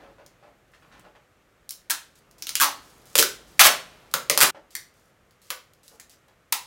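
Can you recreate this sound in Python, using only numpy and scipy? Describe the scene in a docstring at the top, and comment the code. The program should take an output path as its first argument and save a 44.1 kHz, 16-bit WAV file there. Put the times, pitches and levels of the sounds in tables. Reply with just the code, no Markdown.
"""Squeezing thin aluminium cans

Thin drink cans are handled and squeezed about a metre away in a small furnished room, over a quiet floor.
Fingers knock and rub (filtered grains); each buckle is a noise-burst crack plus a damped panel note.
Hard squeezes set off runs and avalanches of buckles, softly limited where they overload the microphone.
Dull low noise rises and falls behind; early echoes and a diffuse noise tail make the room."""
import sys
import numpy as np
from scipy import signal
from scipy.fft import rfft, irfft
from scipy.io import wavfile
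from scipy.ndimage import uniform_filter1d

SR = 44100
rng = np.random.default_rng(int(sys.argv[2]) if len(sys.argv) > 2 else 0)


def bounce(signal):
    """Save signal as a 16-bit WAV file at the path given by the first command-line argument."""
    frames = np.transpose(np.atleast_2d(signal))
    limited = np.clip(frames, -1, 1)
    pcm = np.round(limited * 32767).astype(np.int16)
    wavfile.write(sys.argv[1], SR, pcm)


N = 293706

# the hand takes a new grip, with a dull rub: start_s, length_s, level_db, centre_hz
HAND_GRIPS = [(0, 0.11, -51.5, 555), (0.182, 0.046, -52, 616), (0.426, 0.065, -54, 650),
              (0.736, 0.027, -55, 1730), (0.822, 0.028, -56.5, 1070), (0.915, 0.092, -54.5, 1320),
              (1.042, 0.045, -51.5, 680), (1.151, .026, -53, 930), (4.546, 0.035, -45.5, 620),
              (5.915, 0.038, -57, 480.7), (5.997, .01, -51, 1700), (6.283, .015, -57, 815)]
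# skin creeps over the metal under pressure, with a thin hiss: start_s, length_s, level_db
SKIN_SLIDES = [(0.717, 0.3, -72.5), (2.155, 0.044, -59), (2.382, .04, -54.5), (2.82, .23, -58.5),
               (3.0557, .12, -54.5), (3.469, 0.18, -59), (4.113, 0.031, -54.5), (4.7062, 0.06, -54.5),
               (4.94, .17, -67.5), (5.4173, 0.11, -58.5), (5.8322, 0.13, -57), (6.096, 0.05, -54)]


def amp(db):
    """Decibels to gain."""
    return 10 ** (np.asarray(db) / 20)


def unit(x):
    """Scales to an energy of 1."""
    return x / np.sqrt(np.sum(x ** 2) + 1e-20)


def read(points, hz):
    """Interpolates a table on a log-frequency axis."""
    f, value = np.transpose(points)
    return np.interp(np.log(hz + 1), np.log(f + 1), value)


def add(mix, start_s, sound):
    """Mixes a sound in at start_s."""
    part = mix[max(round(start_s * SR), 0):][:len(sound)]
    part += sound[:len(part)]


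def band(x, hz, kind, order=2):
    """Causal Butterworth filter."""
    corner_hz = np.clip(hz, 10, SR / 2 - 100)
    return signal.sosfilt(signal.butter(order, corner_hz, kind, fs=SR, output="sos"), x)


def coloured(x, points, size=2048):
    """Minimum-phase filter with a given spectrum, so that attacks stay sharp."""
    log_gain = np.log(amp(read(points, abs(np.fft.fftfreq(size, 1 / SR)))))
    taps = np.fft.ifft(np.exp(signal.hilbert(log_gain).conj())).real
    return signal.oaconvolve(x, taps[:size // 2])[:len(x)]


def flat(x, amount=0.39):
    """Evens out the ripples in the spectrum of a short burst."""
    z = rfft(x)
    return unit(irfft(z / (abs(z) + 1e-9) ** np.clip(amount, 0, 1), len(x)))


def noise(points):
    """Steady noise of rms 1 with a given spectrum."""
    spectrum = rfft(rng.standard_normal(N)) * amp(read(points, np.fft.rfftfreq(N, 1 / SR)))
    return np.sqrt(N) * unit(irfft(spectrum, N))


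def crack(low_hz, snap_s=0.00049, shell_s=0.0019, shell_db=-2.5, shell_hz=7000, leak_db=-30, size=1024):
    """A crease jumps in under a millisecond; the dense modes of the shell ring a moment longer."""
    t = np.arange(size) / SR
    jump, shell = rng.standard_normal((2, size))
    fall = np.exp(-t / (2 * snap_s))
    for _ in range(3):
        jump = flat(jump * fall)
    ring = band(shell * np.exp(-t / shell_s), shell_hz, "lowpass", order=1)
    burst = unit(jump * fall) + amp(shell_db) * unit(ring)
    # a small dent radiates little below its own corner frequency
    return unit(band(burst, low_hz, "highpass") - amp(leak_db) * burst)


def panel(hz, cycles=1.7, sag=.09, rise=1.0, overtone_db=-13, chatter=0.73, chatter_s=.0065, size=2048):
    """The flipped panel swings a few times, damped by the hand, its pitch sagging to hz as it relaxes."""
    t = np.arange(size) / SR
    turns = hz * t
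    bent = turns + sag * cycles * (1 - np.exp(-turns / cycles))
    overtone = np.sin(2 * np.pi * bent * rng.uniform(1.7, 2.4)) * (hz < SR / 8)  # low notes only
    tone = np.sin(2 * np.pi * bent) + amp(overtone_db) * overtone
    swing = tone * np.exp(-turns / cycles) * (1 - np.exp(-turns / rise))
    # its creased edges chatter and keep nudging it
    push = (t == 0) + chatter * unit(rng.standard_normal(size) * np.exp(-t / chatter_s))
    return unit(band(signal.fftconvolve(swing, push), hz / 2, "highpass", order=1))


def buckle(crack_db, low_hz, note_hz, note_db):
    """A crack, the note of the panel that flips, and the faint answer of the hollow body."""
    hollow_hz, hollow_db = 335, -27.5  # level relative to the panel
    hollow = panel(hollow_hz, cycles=1.1, chatter=.25)
    sound = amp(note_db) * (panel(note_hz) + amp(hollow_db) * hollow)
    add(sound, 0, amp(crack_db) * crack(low_hz))
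    return sound


def snaps():
    """Buckles placed one by one, some alone, some within runs, each a crack and a damped note."""
    # start_s, crack_db, crack_low_hz, note_hz, note_db
    placed_buckles = [(1.6922, -9, 5100, 5300, -15), (1.7073, -4.5, 5230, 5600, -34),
                      (1.8979, -9, 2500, 1890, -13.5), (2.423, -7.5, 2450, 5400, -8.5),
                      (2.469, -5, 2100, 2900, -9), (2.492, -1, 2020, 2820, -18),
                      (2.554, 7.5, 2470, 3000, -2.5), (3.1544, 14, 1850, 478, 1),
                      (3.2262, 10, 1500, 1450, 3), (3.594, 12, 1200, 2090, 14.5), (4.1395, 9, 750, 1400, 1),
                      (4.1448, -11.5, 690, 521, -4), (4.298, 12.5, 760, 1990, 5),
                      (4.301, -2, 700, 512, 1.5), (4.3755, 13.5, 891, 494, -3),
                      (4.752, -0.5, 4510, 1920, -7), (5.5035, 0, 1208, 1104, -9.5),
                      (6.525, 8.5, 2820, 930, -1)]
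    out = np.zeros(N)
    for start_s, *row in placed_buckles:
        add(out, start_s, buckle(*row))
    return out


def folds(jitter_s=.0005, scatter_octaves=0.22):
    """Each buckle pushes the next one over; the run swells and dies, its note following the dent size."""
    # folds that run round the wall:
    # start_s, length_s, crack_db, crack_low_hz, first_note_hz, last_note_hz, note_db
    fold_runs = [(1.901, 0.012, 7, 3500, 1850, 1250, -1.5), (2.6, 0.043, 11, 1500, 1450, 878, 7),
                 (3.1794, 0.021, 17.5, 2198, 490, 450, 1.5), (3.637, .0307, 12, 1310, 1290, 480, -1.5),
                 (4.4045, 0.029, 17.5, 1205, 1580, 1150, 5)]
    step_s, peak_along, ends_db = .007, 0.34, -6  # peak as a fraction of the run
    out = np.zeros(N)
    for start_s, length_s, crack_db, low_hz, first_hz, last_hz, note_db in fold_runs:
        for along in np.linspace(0, 1, round(length_s / step_s) + 1):
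            late, detune = rng.uniform(-1, 1, 2)
            swell_db = np.interp(along, [0, peak_along, 1], [ends_db, 0, ends_db])
            hz = first_hz * (last_hz / first_hz) ** along * 2 ** (scatter_octaves * detune)
            sound = amp(swell_db) * buckle(crack_db, low_hz, hz, note_db)
            add(out, start_s + along * length_s + jitter_s * late, sound)
    return out


def crushes(per_s=1100, spread_db=3, octaves=1.3, note_db=-2, low_hz=1600):
    """One fold triggers the next: a rush of buckles of all sizes."""
    # avalanches: start_s, length_s, level_db, typical_note_hz
    avalanches = [(1.899, .011, -24, 1675), (3.593, 0.024, -5.5, 1636), (3.638, .016, -13.5, 1820),
                  (3.652, .022, -9.5, 1358), (4.1377, 0.0052, -24, 1090), (4.412, .028, -15.5, 996),
                  (5.504, 0.0062, -28.5, 1230), (6.5229, 0.0073, -19, 1950)]
    out = np.zeros(N)
    for start_s, length_s, db, hz in avalanches:
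        count = max(int(length_s * per_s), 2)
        pitches = rng.permutation(np.linspace(-1, 1, count))
        strengths = rng.permutation(np.linspace(-1, 1, count))
        for k in range(count):
            at_s = start_s + length_s * (k + rng.random()) / count
            gain = amp(db + spread_db * strengths[k]) * np.sqrt(length_s * SR / count / 2)
            add(out, at_s, gain * crack(low_hz))
            # large slow panels radiate less
            note_gain = gain * amp(note_db + 3 * min(pitches[k], 0))
            add(out, at_s, note_gain * panel(hz * 2 ** (octaves * pitches[k])))
    return out


def thumps():
    """Low, quickly damped thumps under the loudest buckles."""
    # start_s, note_hz, level_db
    low_thumps = [(3.602, 90.5, -13), (3.648, 164, -17), (4.141, 145, -22), (4.3, 150, -19.5),
                  (4.421, 125.9, -13.5)]
    out = np.zeros(N)
    for start_s, hz, db in low_thumps:
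        add(out, start_s, amp(db) * panel(hz, cycles=0.91, chatter=.25))
    return out


def ticks(spread_db=3):
    """Creases tick on their own, and at uneven steps while skin creeps over them."""
    # faint lone ticks: start_s, peak_level_db
    lone_ticks = [(0.2628, -34), (0.9957, -38.5), (2.3117, -39), (5.309, -42), (5.7349, -40.5),
                  (5.8798, -32.5), (5.9987, -25), (6.2824, -45.5)]
    step_s, over_slide_db = .06, 17  # mean step; tick peak over the slide's level_db
    out, events = np.zeros(N), list(lone_ticks)
    for start_s, length_s, db in SKIN_SLIDES:
        steps = np.cumsum(step_s * rng.uniform(.5, 1.5, size=8))
        for at_s in [0, *steps[steps < length_s]]:
            events.append((start_s + at_s, db + over_slide_db + spread_db * rng.uniform(-1, 1)))
    for start_s, db in events:
        tick = crack(low_hz=3500, shell_db=1.5)
        add(out, start_s, amp(db) * tick / abs(tick).max())
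    return out


def knocks(weaker_db=-1.0, scatter_octaves=0.21):
    """Fingers land on the can one after another during each grip, each exciting a short damped note."""
    finger_step_s, knock_db = 0.027, 24  # knock energy over the grip's level_db
    out = np.zeros(N)
    for start_s, length_s, db, hz in HAND_GRIPS:
        for k, at_s in enumerate(np.arange(0, length_s, finger_step_s)):
            note_hz = hz * 2 ** (scatter_octaves * rng.uniform(-1.06, 1))
            gain = amp(db + knock_db + k * weaker_db)
            add(out, start_s + at_s, gain * panel(note_hz, cycles=1.0, chatter=0.28))
    return out


def rubs(slips_per_s=150, smooth=0.07, width=1.9, fade=0.7, low_hz=360):
    """Skin sticks and slips on the wall: tiny grains over a smooth hiss."""
    slide_hz = 5700
    out = np.zeros(N)
    slips = rng.uniform(-1.1, 1, N) * (rng.random(N) < slips_per_s / SR)
    grains = smooth * rng.standard_normal(N) + slips
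    for start_s, length_s, db, hz in HAND_GRIPS + [(*row, slide_hz) for row in SKIN_SLIDES]:
        stroke = grains[max(round(start_s * SR), 0):][:int(length_s * SR)]
        swell = signal.windows.tukey(len(stroke), .06) * np.exp(-fade * np.linspace(0, 1, len(stroke)))
        centred = band(stroke * swell, [hz / width, hz * width], "bandpass", order=1)
        body = band(centred, low_hz, "highpass")
        muffled = band(body, hz * 3.8, "lowpass", order=1)
        add(out, start_s, amp(db - 5) * np.sqrt(len(stroke)) * unit(muffled))
    return out


def tail(wet_db=-2, late_db=-35, late_s=1.9, build_s=0.0026, gap_s=0.0018, patchy_db=2):
    """Diffuse echo of the room: it builds up quickly, the treble dies first, and a faint late ring stays."""
    # decay time: frequency_hz, t60_s
    decay_times = [(130, 0.39), (260, 0.39), (450, 0.32), (1200, 0.28), (3000, 0.32), (7000, 0.27),
                   (15000, .21)]
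    # tail spectrum: frequency_hz, level_db
    tail_colour = [(80, -7), (135, 3.5), (220, 6.5), (450, 3), (1200, 0), (3000, -2), (7000, -2),
                   (15000, -3.5)]
    t = np.arange(SR) / SR
    hz, at_s, z = signal.stft(rng.choice([-1., 1.], SR), SR, nperseg=512)
    decay = amp(-60 * at_s / read(decay_times, hz)[:, None])
    late = amp(late_db) * np.exp(-np.log(1000) * at_s / late_s) / (1 + hz[:, None] / 4000)
    # furniture sends the sound back in uneven clumps
    clumps = uniform_filter1d(rng.standard_normal(z.shape), size=7, axis=0)
    z = z / (abs(z) + 1e-9) * (decay + late) * amp(patchy_db * clumps / clumps.std())
    build = 1 - np.exp(-np.maximum(t - gap_s, 0) / build_s)
    echo = signal.istft(z, SR, nperseg=512)[1][:SR] * build
    return amp(wet_db) * coloured(unit(echo), tail_colour)


def room(sides):
    """The first side of the can faces the microphone; every side feeds its own echoes and tail."""
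    # nearby surfaces: delay_s, gain
    surfaces = [(.0043, 0.27), (.0058, 0.2), (.0088, 0.14), (0.0144, .13), (0.014, .2), (.0205, 0.058)]
    cut_s, cut_fade_s = 4.511, 0.0076
    time = np.arange(N) / SR
    before, after = np.zeros((2, N))
    paths = [(0.00044, 1)] + surfaces  # direct sound first
    for k, x in enumerate(sides):
        response = tail() / np.sqrt(len(sides))
        for delay_s, gain in paths[k::len(sides)]:
            add(response, delay_s, np.array([gain]))
        add(before, 0, signal.fftconvolve(x * (time < cut_s), response))
        add(after, 0, signal.fftconvolve(x * (time >= cut_s), response))
    # the first squeezing and its echo are cut off abruptly; later handling starts with a fresh echo
    return before * np.clip((cut_s - time) / cut_fade_s, 0, 1) + after


def low_background():
    """Dull low background noise that rises and falls under a level curve."""
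    # level curve: time_s, level_db
    level_curve = [(0, -58), (0.701, -71.5), (1.0, -56.5), (1.3, -81), (1.9, -81), (2.4, -60), (2.9, -58.5),
                   (3.5, -56), (3.999, -58.5), (4.45, -56), (4.55, -82), (6.66, -90)]
    # noise spectrum: frequency_hz, relative_density_db_per_hz
    dull_spectrum = [(20, -14), (45, 3), (90, -7), (135, -1), (220, -6), (550, -8), (1500, -15),
                     (3000, -21), (8000, -37), (16000, -37)]
    return amp(np.interp(np.arange(N) / SR, *np.transpose(level_curve))) * noise(dull_spectrum)


def quiet_floor(level_db=-62.5):
    """Steady background noise with a fixed spectrum."""
    # floor spectrum: frequency_hz, relative_density_db_per_hz
    floor_spectrum = [(12, -34.5), (20, 1.5), (150, 1), (270, -4), (367, -3), (422, -4), (499, -1),
                      (949, -10), (1220, -5.5), (2260, -11), (4940, -22), (6720, -21), (10500, -27),
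                      (12800, -25.5), (16000, -34)]
    return amp(level_db) * noise(floor_spectrum)


def scene(count=2):
    """The cans in the room, over a varying low background and a quiet floor."""
    # spectrum of the can's impacts: frequency_hz, level_db
    can_colour = [(200, -1), (700, -4), (1200, -1), (2500, -3), (4200, -0.5), (6500, -0.5), (9500, -1),
                  (12000, 0), (16000, -1.5)]
    handling = rubs()
    sides = []
    # a crumpled wall radiates a different waveform in each direction
    for _ in range(count):
        impacts = snaps() + folds() + crushes() + thumps() + ticks() + knocks()
        sides.append(coloured(impacts, can_colour) + handling)
    return band(room(sides) + quiet_floor() + low_background(), 32, "highpass", order=4)[None]


def record(dry, ceiling=1.0, edge_hz=16000):
    """The microphone overloads softly on the loudest cracks; then a lowpass limits the band."""
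    limited = dry / (1 + (dry / ceiling) ** 4) ** (1 / 4)
    taps = signal.firwin(511, edge_hz, window=("kaiser", 9), fs=SR)
    return signal.oaconvolve(limited, taps[None], "same")


dry = scene()
out = record(dry)
bounce(out)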